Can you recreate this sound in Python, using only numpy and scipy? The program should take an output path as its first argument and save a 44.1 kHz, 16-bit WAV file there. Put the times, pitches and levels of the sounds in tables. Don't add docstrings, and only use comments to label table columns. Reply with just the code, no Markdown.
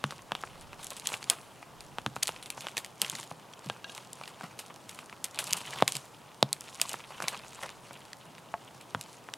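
import sys
import numpy as np
from scipy import signal
from scipy.fft import rfft, irfft, next_fast_len
from scipy.io import wavfile
from scipy.ndimage import uniform_filter1d, map_coordinates

SR = 44100
rng = np.random.default_rng(int(sys.argv[2]) if len(sys.argv) > 2 else 0)


def pcm_store(signal):
    levels = np.round(np.clip(np.atleast_2d(signal), -1, 1) * 32767)
    wavfile.write(sys.argv[1], SR, levels.astype(np.int16).T)


N = 413216
HIT = np.arange(8192) / SR

# start t/s, duration/s, scrape level/dB, needle hiss level/dB
TUGS = [(.04, .1, -52, -60.5), (0.334, .17, -54, -60.5), (0.593, .02, -52, -57.5), (.77, .17, -55.5, -56.5),
        (1.026, .11, -48.5, -48), (1.264, .04, -49, -59.5), (2.214, .09, -57, -55), (2.56, .12, -51.5, -54),
        (2.99, .19, -49, -49), (3.613, .1, -56, -59), (3.853, .12, -56, -55.5), (4.145, .15, -54, -60.5),
        (4.38, .04, -55, -56.5), (4.872, .13, -56, -61), (5.324, .05, -48, -57), (5.398, .21, -46, -50.5),
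        (5.629, .15, -43, -50.5), (5.879, .08, -51.5, -48), (6.591, .21, -53, -56), (6.801, .12, -50, -50),
        (6.971, .1, -58, -64.5), (7.08, 0.11, -50, -58), (7.185, .16, -47.5, -54.5),
        (7.432, .12, -55.5, -56.5), (7.559, 0.1, -48, -56), (7.823, .1, -58, -61.5), (8.971, .17, -58, -62)]
# t/s, snap level/dB, pitch f/Hz, splinter level/dB
SNAPS = [(.1082, -15, 3020, -15.5), (.83, -25, 5200, -12), (0.845, -16, 8900, -30.5),
         (0.8688, -15.5, 6500, -21.5), (0.9054, -15, 7600, -13.5), (.967, -20, 6010, -13),
         (.998, -17, 6560, -23), (1.072, -1.5, 6700, -9), (1.0899, -14, 3500, -13.5),
         (1.1411, -13, 2850, -9), (1.2286, -16.5, 3280, -26.5), (1.242, -17, 4740, -23), (1.3, 7, 6500, 0),
         (1.807, -20, 5100, -22.5), (2.16, -20.5, 7000, -18), (2.2271, -14, 5200, -15.5),
         (2.23, -1.5, 5840, -15.5), (2.2306, -8, 5460, -11.5), (2.233, -0.5, 6400, -20.5),
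         (2.2726, -7.5, 6600, -10), (2.2795, -8.5, 5260, -5.5), (2.427, -21, 4170, -14.5),
         (2.46, -19.5, 4500, -17.5), (2.5032, -9, 5400, -13.5), (2.608, -17, 5360, -15.5),
         (2.621, -25, 4300, -25), (2.6854, -15.5, 3030, -21.5), (2.77, -9, 4730, -10),
         (2.7792, -6, 4300, -4.5), (2.847, -15, 4300, -14), (3.0177, 2.5, 7030, -3.5),
         (3.0473, -16, 4140, -16), (3.064, -17, 4500, -19.5), (3.0989, -6.5, 7040, -20),
         (3.1531, -13, 4030, -19), (3.186, -22, 3000, -15), (3.2305, -19, 3550, -16),
         (3.95, -19.5, 5160, -19), (3.9788, -17, 4520, -23.5), (4.132, -16.5, 7330, -37),
         (4.2368, -18, 2850, -41), (4.2778, -19, 3780, -17.5), (4.5907, -20, 4830, -6.5),
         (4.8941, -18, 4860, -15.5), (4.947, -27, 8000, -22), (4.99, -17.5, 2450, -20),
         (5.097, -23, 2700, -30), (5.2426, -6.5, 6500, -10.5), (5.2455, -9.5, 8200, -13),
         (5.2543, -19, 7500, -29.5), (5.346, -21.5, 5000, -26), (5.3893, -5, 3940, 2),
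         (5.442, -14, 8800, -16.5), (5.47, -17, 6160, -11), (5.475, -21, 4560, -15.5),
         (5.5084, -12, 5740, -14), (5.5279, -4.5, 6050, -21), (5.5325, 3, 6100, -10.5),
         (5.57, -15, 8000, -6), (5.808, -18.5, 4500, -26), (5.878, -10, 4400, -13.5),
         (5.879, 2, 5000, -3.5), (5.922, -8.5, 6450, -13.5), (5.954, -8.5, 5230, -11.5),
         (5.968, -9, 5030, -19.5), (6.5297, 0, 6300, -14), (6.609, -15, 7300, -41), (6.799, -15, 2800, -20),
         (6.8156, 3.5, 6600, -2), (6.8935, -11, 6640, -9.5), (6.9321, -13.5, 7800, -11.5),
         (7.224, -14, 6040, -13.5), (7.2828, -1, 4400, -4), (8.053, -29, 4400, -26.5),
         (8.1321, -16.5, 3800, -39), (8.382, -25, 3000, -26), (8.812, -26, 5000, -23.5),
         (9.0117, -14, 5700, -17.5), (9.3383, -10.5, 3700, -27)]
# f/pitch, level/dB
SNAP_SPECTRUM = [(.03, -31), (.27, -14.5), (.46, 0), (1, 2), (1.6, -4), (2.4, -12), (4, -23.5)]
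# f/Hz, level/dB, T60/s
GROUND_MODES = [(131, -3.5, 0.16), (204, -2.5, 0.079), (280, -7, 0.065), (148.8, -9, 0.31)]


def amp(db):
    return 10 ** (np.asarray(db) / 20)


def unit(x):
    return x / np.sqrt(np.mean(x ** 2) + 1e-20)


def sized(x, db):
    return amp(db) * x / (np.linalg.norm(x) + 1e-20)


def along(points, hz):
    f, v = np.transpose(points)
    return np.interp(np.log(hz + 1e-9), np.log(f), v)


def wobble(rate):
    knots = rng.standard_normal(int(N * rate / SR) + 4)
    return map_coordinates(knots, [np.arange(N) * rate / SR])


def filtered(x, response):
    m = next_fast_len(N + SR // 2)
    return irfft(rfft(x, m) * response(np.fft.rfftfreq(m, 1 / SR)), m)[..., :N]


def click(spectrum, pitch=1, ripple_db=0):
    hz = np.fft.rfftfreq(len(HIT), 1 / SR)
    band = 9 * np.log1p(hz / 600)
    ripple = map_coordinates(rng.standard_normal(40), [band])
    cepstrum = irfft(np.log(amp(along(spectrum, hz / pitch) + ripple_db * ripple)))
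    cepstrum[1:len(HIT) // 2] *= 2
    cepstrum[len(HIT) // 2:] = 0
    return sized(irfft(np.exp(rfft(cepstrum))), 0)


def ring(modes, pitch=1, detune=0.0043):
    return sum(amp(db + rng.normal(0, 1.8) - 60 * HIT / t60)
               * np.sin(2 * np.pi * pitch * hz * rng.normal(1, detune) * HIT) for hz, db, t60 in modes)


def shiver(pulse, t60, spiky):
    sizes = rng.standard_normal(len(HIT)) * np.exp(spiky * rng.standard_normal(len(HIT)))
    envelope = amp(-60 * HIT / t60) * (1 - np.exp(-HIT / 0.00017))
    return signal.fftconvolve(sizes * envelope, pulse)[:len(HIT)]


def add(track, s, sound):
    start = max(0, round(s * SR))
    part = track[start:start + len(sound)]
    part += sound[:len(part)]


def forest_air():
    # f/Hz, level/dB
    murmur = [(20, -22), (45, -18), (85, -6.5), (130, 5), (180, 0.5), (320, -2), (600, -1.5), (900, -0.5),
              (1500, -9), (2100, -14), (3100, -16.5), (5000, -19), (10000, -22.5), (16000, -29.5)]
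    # f/Hz, correlation
    correlation = [(25, .5), (70, 1), (150, 0.7), (1000, 0.85), (10000, 0.9)]

    def mid_and_side(hz):
        angle = np.arccos(np.clip(along(correlation, hz), -1, 1)) / 2
        return amp(along(murmur, hz)) * [np.cos(angle), np.sin(angle)]

    mid, side = filtered(rng.standard_normal((2, N)), mid_and_side)
    return amp(-53.5 + 0.2 * wobble(1.53)) * unit(np.array([mid + side, mid - side]))


def breeze():
    # t/s, level/dB
    gusts = [(0, -74), (.3, -65), (.65, -56.5), (1, -68), (1.55, -81), (1.8, -58), (2.5, -70), (3.7, -95),
             (5.2, -88), (5.7, -67), (6.3, -79), (7.7, -66), (8.4, -88)]
    spectrum = [(15, -8), (45, -1), (75, -2), (200, -11), (800, -90)]  # f/Hz, level/dB
    s, db = np.transpose(gusts)
    rumble = filtered(rng.standard_normal((2, N)), lambda hz: amp(along(spectrum, hz)))
    return amp(np.interp(np.arange(N) / SR, s, db) + [[-4], [1]]) * unit(rumble)


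def rubbing(tug_levels_db, shake_db, stir_db):
    grip_s, settle_db_per_s, shake_db_per_s = 0.023, 110.5, 64.5
    t = np.arange(SR) / SR
    power = np.full(N, amp(stir_db) ** 2)
    for (s, length, *_), db in zip(TUGS, tug_levels_db):
        grip = np.minimum(t / grip_s, 1)
        add(power, s, (grip * amp(db - settle_db_per_s * np.maximum(t - length, 0))) ** 2)
    for s, *_, splinter_db in SNAPS:
        add(power, s, amp(splinter_db + shake_db - shake_db_per_s * t) ** 2)
    return np.sqrt(power)


def crackle(spectrum, slips_per_s, spread_db=6, smooth_db=-0.5, twig_count=10):
    slips = np.zeros(N)
    for _ in range(twig_count):
        slipping = rng.random(N) < slips_per_s / twig_count / SR
        sizes = rng.choice([-1, 1], N) * amp(spread_db * np.minimum(rng.exponential(size=N), 3))
        slips += signal.oaconvolve(slipping * sizes, click(spectrum, ripple_db=3.5))[:N]
    rub = filtered(rng.standard_normal(N), lambda hz: amp(along(spectrum, hz)))
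    return unit(unit(slips) + amp(smooth_db) * unit(rub))


def crunchy(x, depth_db):
    spectra = signal.stft(x, nperseg=256)[2]
    patches = uniform_filter1d(rng.standard_normal(spectra.shape), size=9, axis=0)
    patches = uniform_filter1d(patches, size=5, axis=1)
    return unit(signal.istft(spectra * amp(depth_db * unit(patches)), nperseg=256)[1][:N])


def tips(strength, breaks_per_s=10, candidates=200):
    out = np.zeros(N)
    share = np.cumsum(strength) / np.sum(strength)
    chances, scatter = rng.random((candidates, 2)), rng.standard_normal((candidates, 2))
    for (when, chance), (size, thinness) in zip(chances, scatter):
        tick = click(SNAP_SPECTRUM, 3800 * np.exp(0.45 * thinness), ripple_db=2.0)
        at = min(np.searchsorted(share, when), N - 1)
        if chance < breaks_per_s * N / SR / candidates:
            force = (strength[at] / strength.mean()) ** 0.42
            add(out, at / SR, sized(tick, -30.5 + 5.5 * size) * force)
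    return out


def dragging():
    # f/Hz, level/dB
    bark_spectrum = [(40, -47), (130, 3.5), (300, -9), (700, 1), (1100, 3.5), (1800, -5.5), (3000, 1),
                     (4500, -11.5), (7000, -28), (16000, -17.5)]
    # f/Hz, level/dB
    needle_spectrum = [(1500, -24), (4000, -6.5), (6500, -5.5), (10000, -8), (12500, -18), (16000, -27)]
    _, _, scrape_db, hiss_db = np.transpose(TUGS)
    bark = rubbing(scrape_db, shake_db=-54, stir_db=-61)
    needles = rubbing(hiss_db, shake_db=-57, stir_db=-66)
    scrape = bark * amp(2.3 * wobble(40))
    scrape *= crunchy(crackle(bark_spectrum, slips_per_s=280), depth_db=3.5)
    hiss = needles * amp(2.1 * wobble(50))
    hiss *= crunchy(crackle(needle_spectrum, slips_per_s=130), depth_db=2.2)
    return scrape + hiss + tips(needles)


def sticks():
    # t/s, knock level/dB, pitch f/Hz, crack level/dB, thud level/dB
    breaks = [(0.0407, -1, 1260, -4.5, -3.5), (0.123, -17, 1200, -21, -23), (0.31, -18.5, 1200, -24, -36),
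              (0.3196, -4.5, 1070, -8, -17.5), (0.3515, -12.5, 1170, -9.5, -25),
              (.4371, -7.5, 1310, -20, -29.5), (0.731, -18, 1140, -18, -41), (1.12, -13.5, 970, -15.5, -32),
              (1.6279, -21, 1350, -20.5, -43), (1.9847, -7, 1080, -11.5, -21), (2.063, -4.5, 1250, -5, -5),
              (2.1645, -8, 1230, -12.5, -17.5), (2.2916, -8, 970, -11.5, -22),
              (2.5778, -15.5, 1000, -21, -22), (2.6692, -11, 1120, -11, -33), (3.314, -15, 810, -26, -16),
              (3.699, -7, 986, -10, -16), (4.213, -17, 1170, -20, -32), (4.41, -17, 1230, -28, -29),
              (5.1274, -21.5, 1450, -20, -25), (5.8025, -12, 1350, -19, -26),
              (5.8238, 9.5, 744, -2.5, -8.5), (6.4277, 7.2, 748, 6, -2), (6.942, -8.5, 1180, -33, -27),
              (7.203, -9.5, 1060, -14.5, -36), (7.222, -10, 1310, -26, -22),
              (7.2414, -13.5, 1240, -12.5, -37), (7.6327, -12.5, 1450, -21, -38.8),
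              (7.909, -19.5, 960, -26, -27), (8.5402, -7.5, 1250, -32, -35), (8.948, -3, 1130, -11.5, -8.5),
              (9.2881, -15.5, 1370, -25, -30)]
    # f/pitch, level/dB
    knock_spectrum = [(.08, -34), (.18, -5.5), (.4, -2), (.85, 3.5), (1.4, 1), (2, -8), (2.8, -15),
                      (3.6, -36), (5, -54.5)]
    # f/(crack pitch), level/dB
    crack_spectrum = [(.55, -19), (.87, 0.5), (1.15, -1), (1.55, -14), (2.1, -17), (3, -21.5), (5, -29)]
    # level/dB, crack pitch f/Hz
    crack_pitches = [(-12, 2200), (-16.5, 2780), (-5, 3120), (8.5, 4030)]
    out = np.zeros(N)
    for s, db, hz, crack_db, thud_db in breaks:
        crack_hz = np.interp(crack_db, *np.transpose(crack_pitches))
        crack = click(crack_spectrum, crack_hz, ripple_db=1)
        knock = click(knock_spectrum, hz, ripple_db=1)
        blow = sized(knock, db - .5) + sized(crack, crack_db - .5)
        blow = blow - 0.18 * np.pad(blow, (round(SR / hz / 2), 0))[:len(blow)]
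        rattle = sized(shiver(blow, t60=0.044, spiky=0.21), .5 * db - 13.5)
        add(out, s, blow + rattle)
        add(out, s + 0.00286, sized(ring(GROUND_MODES, detune=0.068), thud_db))
    return out


def trunks(x, delay_s=0.0063):
    # f/Hz, T60/s
    decay_times = [(150, 0.82), (1000, 0.53), (4000, 0.19), (14000, 0.86)]
    hz, t, spectra = signal.stft(rng.standard_normal(SR // 2), SR, nperseg=256)
    decay = amp(-60 * t / along(decay_times, hz)[:, None])
    tail = signal.istft(spectra * decay, SR, nperseg=256)[1]
    delayed = np.pad(x, (round(delay_s * SR), 0))
    return signal.fftconvolve(delayed, sized(tail, 0))[:N]


def twigs():
    # f/pitch, level/dB, T60/s
    stub_modes = [(.53, 15, 0.013), (.9, -19, 0.0079)]
    # f/Hz, level/dB
    splinter_spectrum = [(60, -24), (300, -7), (700, 2.5), (1600, -2.5), (3000, 4), (5500, -2),
                         (9500, -1.5), (16000, -9.5)]
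    # f/Hz, level/dB
    snap_colour = [(1500, 0.5), (2600, .5), (4300, -0.5), (5700, -3), (8000, 2), (12000, 2)]
    out = np.zeros(N)
    for s, db, hz, splinter_db in SNAPS:
        snap = click(SNAP_SPECTRUM, hz, ripple_db=1.1)
        fibres = sized(shiver(snap, t60=0.0056, spiky=0.61), -2.5)
        stub = sized(ring(stub_modes, hz), -14 - 7 * np.log2(hz / 5000))
        splinters = shiver(click(splinter_spectrum, ripple_db=1.5), t60=0.095, spiky=0.97)
        add(out, s - .0002, sized(snap + fibres + stub, db + .5) + sized(splinters, splinter_db - 4.5))
        add(out, s + 0.0021, sized(ring(GROUND_MODES), db - 36))
    return filtered(out, lambda hz: amp(along(snap_colour, hz)))


def footfalls():
    # t/s, thud level/dB, scuff level/dB
    steps = [(1.131, -24, -11.5), (1.302, -30, -9), (3.018, -18, -12.5), (3.126, -17.5, -18),
             (3.658, -10.5, -34), (4.433, -13.5, -13), (5.949, -14.5, -25), (7.108, -32, -22),
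             (7.276, -32, -10.5), (7.328, -35, -14.5), (7.628, -32, -9.5)]
    # f/Hz, level/dB
    thud = [(60, -32), (135, 5), (260, -7.5), (1500, -38.5)]
    # f/Hz, level/dB
    scuff = [(100, -20), (450, -2), (1000, 5.5), (1900, -2.5), (3500, -12), (8000, -14), (16000, -34)]
    out = np.zeros(N)
    for s, thud_db, scuff_db in steps:
        add(out, s, sized(shiver(click(thud), t60=0.091, spiky=0.14), thud_db))
        add(out, s, sized(shiver(click(scuff, ripple_db=3), t60=0.12, spiky=0.79), scuff_db))
    return out


def ringing_wood():
    # t/s, level/dB
    raps = [(3.699, -13.5), (3.844, -12), (3.896, -19)]
    # f/Hz, level/dB, T60/s
    stick_modes = [(1617, -0.5, 0.064), (2820, 1, 0.034), (3280, 3.5, 0.012), (3810, 1, .03),
                   (4320, -7, .025), (5950, -9, 0.031)]
    # t/s, level/dB
    bumps = [(8.541, -5.5)]
    # f/Hz, level/dB, T60/s
    branch_modes = [(690, 9, 0.06), (765, -2, .025), (876, 6, 0.051), (1090, -2, 0.038), (1360, 4, 0.015),
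                    (2080, -10, 0.016)]
    # t/s, level/dB, pitch f/Hz
    flicks = [(1.14, -9, 2680), (2.2253, -18, 2520), (2.77, -7.5, 2420), (2.78, -14, 2080),
              (3.047, -10.5, 3140), (3.536, -21.5, 3100), (3.764, -23.5, 1340), (4.2363, -15.5, 2650),
              (5.733, -13.5, 1920), (7.633, -11.5, 1770)]
    # f/pitch, level/dB, T60/s
    twig_modes = [(.9, -1, 0.016), (1.02, -0.5, 0.02), (1.85, -8, 0.015)]
    out = np.zeros(N)
    for hits, modes in ((raps, stick_modes), (bumps, branch_modes)):
        for s, db in hits:
            add(out, s, sized(ring(modes), db))
    for s, db, hz in flicks:
        tone = sized(ring(twig_modes, hz), 0)
        chatter = sized(shiver(tone, t60=.012, spiky=0.46), -6)
        add(out, s, sized(tone + chatter, db))
    return out


def microphone(x, low_hz, high_hz):
    bass_cut = signal.butter(3, low_hz, "highpass", fs=SR, output="sos")
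    treble_cut = signal.butter(3, high_hz, fs=SR, output="sos")
    return signal.sosfilt(np.vstack([bass_cut, treble_cut]), x)


def scene():
    wood = twigs() + sticks() + footfalls() + ringing_wood() + dragging()
    wood = microphone(wood, low_hz=103, high_hz=12600)
    return wood + amp(-26.5) * trunks(wood) + forest_air() + breeze()


def record(dry, ceiling=0.95, top_hz=16000):
    limited = dry / (1 + np.abs(dry / ceiling) ** 8) ** (1 / 8)
    return filtered(limited, lambda hz: 1 / np.sqrt(1 + (hz / top_hz) ** 120))


dry = scene()
out = record(dry)
pcm_store(out)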